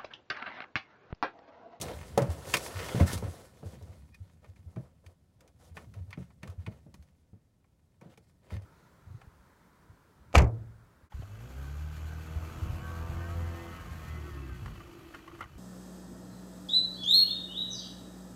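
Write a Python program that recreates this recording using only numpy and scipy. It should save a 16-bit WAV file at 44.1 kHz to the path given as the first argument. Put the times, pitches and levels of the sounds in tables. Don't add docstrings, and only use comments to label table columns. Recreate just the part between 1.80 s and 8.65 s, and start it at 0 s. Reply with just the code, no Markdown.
import sys
import numpy as np
from scipy import signal
from scipy.fft import rfft, irfft, next_fast_len
from scipy.io import wavfile
from scipy.ndimage import uniform_filter1d, map_coordinates

SR = 44100
rng = np.random.default_rng(int(sys.argv[2]) if len(sys.argv) > 2 else 0)


def store_pcm(level_fs):
    pcm = np.round(np.clip(level_fs, -1, 1) * 32767).astype(np.int16)
    wavfile.write(sys.argv[1], SR, np.atleast_2d(pcm).T)


N = 302085
AFTER_S = np.arange(SR // 2) / SR

# (t/s, pipe ring level/dB, pitch of the struck spot f/Hz, bright tick level/dB)
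PLASTIC_CONTACTS = [(0.0137, -70, 2810, -40), (0.377, -35, 940, -38.5), (0.42, -45, 1130, -49),
                    (0.7388, -27.5, 2310, -31.5), (0.7411, -27.5, 2330, -36), (0.7688, -39.5, 2130, -38),
                    (1.174, -55, 1500, -63), (1.205, -42, 1290, -62), (1.331, -57, 1940, -42.5),
                    (1.377, -51, 1890, -50), (1.441, -74, 1460, -67), (2.025, -81, 1730, -67.5),
                    (2.345, -66, 2350, -66.5), (2.644, -63, 1510, -77), (2.761, -70, 1860, -79),
                    (2.961, -59, 1450, -74.5), (3.2638, -62.5, 2460, -67), (3.607, -68.5, 1535, -68.5),
                    (3.677, -74, 1725, -69.5), (3.969, -49, 1490, -63), (3.975, -49, 1424, -80),
                    (4.139, -62.5, 1940, -69), (4.3063, -60.5, 1930, -65), (4.329, -47, 1990, -74),
                    (4.374, -61.5, 1580, -82), (4.504, -68, 1420, -86), (4.631, -50, 2060, -61.5),
                    (4.6753, -56.5, 1640, -63), (4.699, -66, 1490, -67), (4.8641, -48.5, 2010, -66),
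                    (5.1414, -61, 1427, -63), (5.2255, -74.5, 1600, -73), (5.843, -75, 1110, -97.5),
                    (6.212, -61, 1260, -73), (6.375, -65, 1980, -67.5), (6.705, -59, 1100, -87),
                    (6.821, -72, 2100, -74)]
# (f/Hz, width/Hz, level/dB)
PIPE_RESONANCES = [(554, 160, -6), (850, 230, 2.5), (1080, 110, 0.5), (1180, 250, 0), (1430, 70, -5),
                   (1823, 110, -2.5), (1980, 50, -3), (2164, 41, -1), (2310, 190, 1.5), (2490, 150, -4),
                   (2790, 120, -8.5), (3070, 230, -7), (3520, 240, -9.5), (4600, 450, -7), (6150, 440, -14)]
# (f/Hz, level/dB per Hz)
TICK_COLOUR = [(1000, -33.5), (3000, -3.5), (5000, -1), (6500, -2.5), (8000, -6), (11000, -6),
               (12500, -12.5), (15000, -14)]
# (f/Hz, level/dB)
SQUEAK_TONES = [(1850, -57), (2450, -54), (4900, -69)]
SQUEAK_PEAK_S, SQUEAK_RISE_S, SQUEAK_T60_S = 2.349, 0.05, 0.045

# (t/s, hollow body level/dB, wooden clack level/dB before a common trim)
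CABINET_BLOWS = [(0.376, -30, -22), (0.423, -32.5, -39), (0.739, -39, -35), (1.147, -30, -40),
                 (1.207, -22.5, -33.5), (1.333, -35, -46.5), (1.424, -41.5, -42), (1.829, -45, -48),
                 (1.933, -49, -59), (2.012, -61, -58), (2.645, -64.5, -66), (2.968, -38, -50),
                 (3.968, -53, -55), (4.375, -38.5, -52.5), (4.634, -44.5, -57), (4.876, -39.5, -50.5),
                 (5.063, -53, -62), (5.143, -53.5, -71.5), (5.531, -54, -67), (6.217, -53, -64),
                 (6.259, -51.5, -65.5), (6.377, -59, -62.5), (6.72, -44.5, -53)]
# (f/Hz, level/dB, time to fall by 60 dB t60/s)
BOX_TONES = [(133, -2.5, .16), (180.3, -0.5, 0.14), (229, -7, 0.13), (324, -7, 0.061)]
# (f/Hz, level/dB, time to fall by 60 dB t60/s)
BOARD_TONES = [(346, -11, 0.19), (436, 0.5, 0.12), (468, -8, .13), (563, -3, 0.18), (635, -8.5, 0.15),
               (680, -10.5, 0.056), (726, -8.5, 0.055), (826, -6.5, .045), (975, -12, 0.032),
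               (1330, -20, 0.11)]
REBOUND_S, REBOUND_DB = 0.03, -5.5

# (start t/s, peak level/dB before a common trim, f/Hz)
PANEL_PUSHES = [(0.413, -24.5, 126.3), (0.483, -23.5, 83), (0.95, -30.5, 93.3), (1.152, -24.5, 126),
                (1.204, -13, 85), (1.332, -27.5, 94), (1.424, -27.5, 101), (1.472, -30, 86),
                (1.848, -33.5, 94), (2.009, -40.5, 89.5), (2.085, -40.5, 93), (2.398, -36.5, 93),
                (2.678, -41.5, 94.2), (2.783, -45.5, 89.4), (2.857, -37.5, 86), (2.956, -33.5, 115),
                (3.257, -44.5, 86.1), (3.908, -40, 84), (4.066, -42.5, 107), (4.16, -34, 96.3),
                (4.202, -33.5, 89), (4.268, -39.5, 97), (4.384, -39.5, 86), (4.68, -35, 90.3),
                (4.775, -32, 89), (4.863, -33.5, 101), (5.185, -43.5, 74), (5.526, -46.5, 104),
                (6.721, -29.5, 83.6), (6.753, -30, 98.5), (6.812, -43.5, 89.9)]
SWELL_S = 0.019

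# (t/s, sliding level/dB)
ARM_REACH = [(0.0, -54.5), (0.15, -60), (0.44, -63.5), (0.68, -55.5), (0.88, -53.5), (1.23, -51.5),
             (1.34, -59.5), (1.49, -60.5), (1.62, -69), (1.95, -72), (2.13, -78), (2.3, -82.5)]
REACH_SURFACES_DB = [6.5, 0, -1]
REACH_STOP_T60_S = 1
# (t/s, rumble level/dB)
ARM_WEIGHT = [(0.0, -43), (0.23, -48), (0.53, -46), (0.99, -49.5), (1.35, -37.5), (1.6, -56.5),
              (1.81, -56.5), (2.0, -50.5), (2.42, -59.5), (2.71, -62), (2.88, -55.5), (3.34, -68),
              (3.66, -66.5), (4.1, -52), (4.67, -62), (4.84, -54), (5.72, -75.5), (6.85, -61.5)]
REST_SURFACES_DB = [-76.5, -83, -83]
REST_DB_PER_DB = 0.5
# (start t/s, length/s, on wood level/dB, on plastic level/dB, cloth level/dB)
HAND_STROKES = [(0, 0.15, -41.5, -52.5, -87), (0.012, 0.017, -61, -63.5, -42.5),
                (0.494, 0.031, -45, -54, -55), (0.646, 0.23, -48.5, -55, -47), (0.94, .2, -46, -45, -53.5),
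                (1.139, .06, -43, -45, -68), (1.193, .03, -32, -45.5, -61),
                (1.255, 0.091, -50.5, -41, -44.5), (1.422, 0.055, -43.5, -59, -74),
                (1.497, 0.16, -54, -65, -63), (1.837, .11, -56.5, -76.5, -64.5),
                (2.031, 0.14, -59.5, -72.5, -74), (2.383, .17, -75, -77.5, -82),
                (2.613, .08, -64, -73.5, -78), (2.752, 0.045, -69.5, -72.5, -79),
                (2.871, .07, -66.5, -80.5, -80), (2.971, 0.1, -62.5, -81, -78),
                (3.229, 0.088, -65.5, -87, -78), (3.579, 0.11, -65, -86, -87),
                (3.784, 0.099, -64, -71.5, -70), (3.94, 0.088, -56, -69, -67),
                (4.139, 0.0545, -58.5, -70, -86), (4.258, 0.061, -67, -84, -81),
                (4.374, 0.065, -67.5, -69, -72.5), (4.617, 0.11, -55.5, -70.5, -78.5),
                (4.789, 0.037, -67, -70.5, -78.5), (4.892, 0.085, -64.5, -70.5, -84),
                (5.151, 0.15, -75.5, -84, -83), (6.204, 0.078, -61, -75, -84), (6.29, .045, -62, -66, -78),
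                (6.41, 0.11, -83, -84, -81.5), (6.616, 0.14, -65, -72, -81),
                (6.695, 0.053, -52.5, -54.5, -73), (6.772, 0.098, -63, -75, -82)]
STROKE_RISE_SHARE, STROKE_SAG_DB, STROKE_T60_S = 0.26, 2, 0.15

# (f/Hz, level/dB per Hz)
RUMBLE_COLOUR = [(20, -26), (45, -24), (66, -0.5), (85, -0.5), (130, -6.5), (170, -8.5), (240, -17.5),
                 (800, -56)]
# (f/Hz, level/dB per Hz)
WOOD_COLOUR = [(150, -26), (290, -2), (400, -1.5), (500, 2.5), (640, -1.5), (800, -6.5), (1500, -16),
               (2500, -24), (6000, -44.5)]
# (f/Hz, width/Hz, level/dB)
CABINET_AIR = [(590, 240, 0.5), (955, 130, -1.5), (1333, 77, 1), (1460, 47, 0.5), (1803, 150, -0.5),
               (2075, 180, -3.5), (3100, 1700, -7)]
# (f/Hz, level/dB per Hz)
CLOTH_COLOUR = [(1000, -24), (2200, -11.5), (3500, -0.5), (5000, 1.5), (8000, 1), (11000, -1), (12500, -6),
                (15000, -9)]
# (f/Hz, level/dB per Hz)
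ROOM_COLOUR = [(20, -16), (85, -3), (240, -14), (520, -27), (1700, -39), (10000, -45), (15000, -48.5)]


def clicks(creep_db=-15, creep_s=0.011):
    track = np.zeros(N)
    for s, pipe_db, hz, bright_db in PLASTIC_CONTACTS:
        colour = spot(hz, octaves=0.95)
        hollow = coloured(contact(t60=0.045, tail_db=-18.5, tail_t60=0.15, direct=0.98), colour)
        tick = coloured(contact(t60=0.043, tail_db=-22, tail_t60=0.3, direct=3.3), slope(TICK_COLOUR))
        add(track, s, amp(pipe_db) * struck(hollow) + amp(bright_db) * struck(tick))

        swell = np.linspace(0, 1, round(creep_s * SR))
        creep = unit(coloured(rng.standard_normal(len(swell)), colour)) * swell
        add(track, s - creep_s, amp(pipe_db + creep_db) * creep)
    return track


def spot(centre_hz, octaves):
    def gain(hz):
        distance = np.log2((hz + 1) / centre_hz) / octaves
        return resonances(PIPE_RESONANCES)(hz) / (1 + distance ** 2)
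    return gain


def thread(scrape, rate=22, spread_db=4, level_db=-6):
    strength = amp(spread_db * np.clip(rng.standard_normal(N), -2, 2))
    slips = (rng.random(N) < rate / SR) * strength
    one_tick = contact(t60=0.027, tail_db=-24.5, tail_t60=0.1, direct=4)
    ticks = signal.fftconvolve(unit(slips) * scrape, one_tick)[:N]
    ticks = coloured(ticks, resonances(PIPE_RESONANCES))
    scrape_rms = np.sqrt(np.mean(scrape ** 2))
    return amp(level_db) * unit(ticks) * scrape_rms


def squeak(waver=0.04):
    t = np.arange(N) / SR - SQUEAK_PEAK_S
    envelope = amp(-60 * np.maximum(-t / SQUEAK_RISE_S, t / SQUEAK_T60_S))
    tones = np.zeros(N)
    for hz, db in SQUEAK_TONES:
        pitch = hz * (1 + waver * wobble(500))
        tones += amp(db) * np.sin(2 * np.pi * np.cumsum(pitch) / SR)
    return envelope * tones


def knocks(clack_db=-1, rattle_db=-5):
    track = np.zeros(N)
    for s, low_db, wood_db in CABINET_BLOWS:
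        body = ring(BOX_TONES, scatter_db=1.0, attack=0.00051)
        boards = ring(BOARD_TONES, scatter_db=3.5, attack=0.0004)
        rattle = contact(t60=0.14, tail_db=-12, tail_t60=0.63, direct=2.5)
        rattle = struck(coloured(rattle, slope(WOOD_COLOUR)))
        clack = boards + amp(rattle_db) * rattle
        add(track, s, amp(low_db) * body + amp(wood_db + clack_db) * clack)
        rebound = ring(BOX_TONES, scatter_db=4.0, attack=0.002)
        add(track, s + REBOUND_S, amp(low_db + REBOUND_DB) * rebound)
    return track


def booms(level_db=-1):
    track = np.zeros(N)
    u = AFTER_S / SWELL_S
    swell = (u * np.exp(1 - u)) ** 2
    for s, db, hz in PANEL_PUSHES:
        add(track, s, amp(db + level_db) * swell * np.sin(2 * np.pi * hz * AFTER_S))
    return track


def sliding():
    stopped = np.maximum(np.arange(N) / SR - ARM_REACH[-1][0], 0)
    reach_db = curve(ARM_REACH) - 60 * stopped / REACH_STOP_T60_S
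    weight_db = curve(ARM_WEIGHT)
    rest_db = REST_DB_PER_DB * (weight_db - weight_db.mean())
    moves = [(REACH_SURFACES_DB, amp(reach_db)), (REST_SURFACES_DB, amp(rest_db))]
    moves += [(surfaces_db, stroke(start, length)) for start, length, *surfaces_db in HAND_STROKES]
    return np.sqrt(sum(np.outer(amp(surfaces_db) ** 2, gain ** 2) for surfaces_db, gain in moves))


def stroke(start, length):
    t = np.arange(N) / SR - start
    done = np.clip(t / length, 0, 1)
    rise = np.minimum(done / STROKE_RISE_SHARE, 1)
    release_db = -60 * np.maximum(t - length, 0) / STROKE_T60_S
    return rise * amp(release_db - STROKE_SAG_DB * done)


def rubbing(scuff, scrape, hiss, wood_db=-1):
    rumble = friction(rate=52, grain_share=0.13, patchy_db=1.0)
    rumble = unit(coloured(rumble, slope(RUMBLE_COLOUR)))
    on_wood = friction(rate=240, grain_share=0.2, patchy_db=1.5)
    on_wood = unit(coloured(on_wood, slope(WOOD_COLOUR)))
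    on_plastic = shifting(friction(rate=330, grain_share=0.28, patchy_db=0), depth_db=2)
    on_plastic = unit(coloured(on_plastic, resonances(CABINET_AIR)))
    cloth = shifting(friction(rate=1000, grain_share=0.27, patchy_db=1.44), depth_db=1.0)
    cloth = unit(coloured(cloth, slope(CLOTH_COLOUR)))
    low = amp(curve(ARM_WEIGHT)) * rumble + amp(wood_db) * scuff * on_wood
    return low + scrape * on_plastic + hiss * cloth


def friction(rate, grain_share, patchy_db):
    slips = (rng.random(N) < rate / SR) * rng.standard_normal(N)
    smooth = rng.standard_normal(N)
    force = np.sqrt(grain_share) * unit(slips) + np.sqrt(1 - grain_share) * smooth
    return force * amp(patchy_db * wobble(45))


def shifting(x, depth_db):
    z = signal.stft(x, nperseg=512)[2]
    field = uniform_filter1d(rng.standard_normal(z.shape), size=12, axis=0)
    field = uniform_filter1d(field, size=12, axis=1)
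    return signal.istft(z * amp(depth_db * unit(field)), nperseg=512)[1][:N]


def cabinet(x, wet_db=-13, t60=0.047):
    walls = rng.standard_normal(len(AFTER_S)) * amp(-60 * AFTER_S / t60)
    walls *= AFTER_S > 0.002
    echo = signal.fftconvolve(x, walls / np.linalg.norm(walls))[:N]
    return (x + amp(wet_db) * echo) / np.sqrt(1 + amp(wet_db) ** 2)


def room(level_db=-69):
    return amp(level_db) * unit(coloured(rng.standard_normal(N), slope(ROOM_COLOUR)))


def contact(t60, tail_db, tail_t60, direct):
    fade = amp(-60 * AFTER_S / t60) + amp(tail_db - 60 * AFTER_S / tail_t60)
    burst = rng.standard_normal(len(AFTER_S)) * fade
    burst[0] += direct
    return burst


def ring(modes, scatter_db, attack):
    total = np.zeros(len(AFTER_S))
    for hz, db, t60 in modes:
        sign = rng.choice([-1, 1])
        level = amp(db + scatter_db * rng.normal() - 60 * AFTER_S / t60)
        total += sign * level * np.sin(2 * np.pi * hz * AFTER_S)
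    return struck(total * (1 - np.exp(-AFTER_S / attack)))


def resonances(peaks):
    def gain(hz):
        power = 0
        for c, width, db in peaks:
            power = power + np.abs(amp(db) * hz * width / (c * c - hz * hz + 1j * hz * width)) ** 2
        return np.sqrt(power)
    return gain


def slope(points):
    f, db = np.transpose(points)
    return lambda hz: amp(np.interp(np.log(hz + 1), np.log(f), db))


def coloured(x, gain):
    m = 2 * next_fast_len(len(x) // 2 + 4096)
    strength = np.maximum(gain(np.fft.rfftfreq(m, 1 / SR)), 1e-6)
    cepstrum = irfft(np.log(strength))
    cepstrum[1:m // 2] *= 2
    cepstrum[m // 2 + 1:] = 0
    return irfft(rfft(x, m) * np.exp(rfft(cepstrum)))[:len(x)]


def curve(rows):
    return np.interp(np.arange(N) / SR, *np.transpose(rows))


def wobble(rate):
    points = rng.standard_normal(int(N * rate / SR) + 4)
    return map_coordinates(points, [np.arange(N) * rate / SR])


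def amp(db):
    return 10 ** (np.asarray(db) / 20)


def unit(x):
    return x / np.sqrt(np.mean(x ** 2) + 1e-20)


def struck(x):
    return x / np.sqrt(np.mean(x[:SR // 50] ** 2) + 1e-20)


def add(track, s, sound):
    part = track[max(round(s * SR), 0):][:len(sound)]
    part += sound[:len(part)]


def scene():
    scuff, scrape, hiss = sliding()
    small = clicks() + thread(scrape) + squeak() + rubbing(scuff, scrape, hiss)
    return (cabinet(small) + knocks() + booms() + room())[None]


def record(dry, bass_hz=48, top_hz=15800):
    m = next_fast_len(N + SR // 2)
    hz = np.fft.rfftfreq(m, 1 / SR)
    bass_cut = 1 - 0.41 / (1 + (hz / bass_hz) ** 8)
    return irfft(rfft(dry, m) * bass_cut * (hz < top_hz), m)[:, :N]


dry = scene()
out = record(dry)
store_pcm(out)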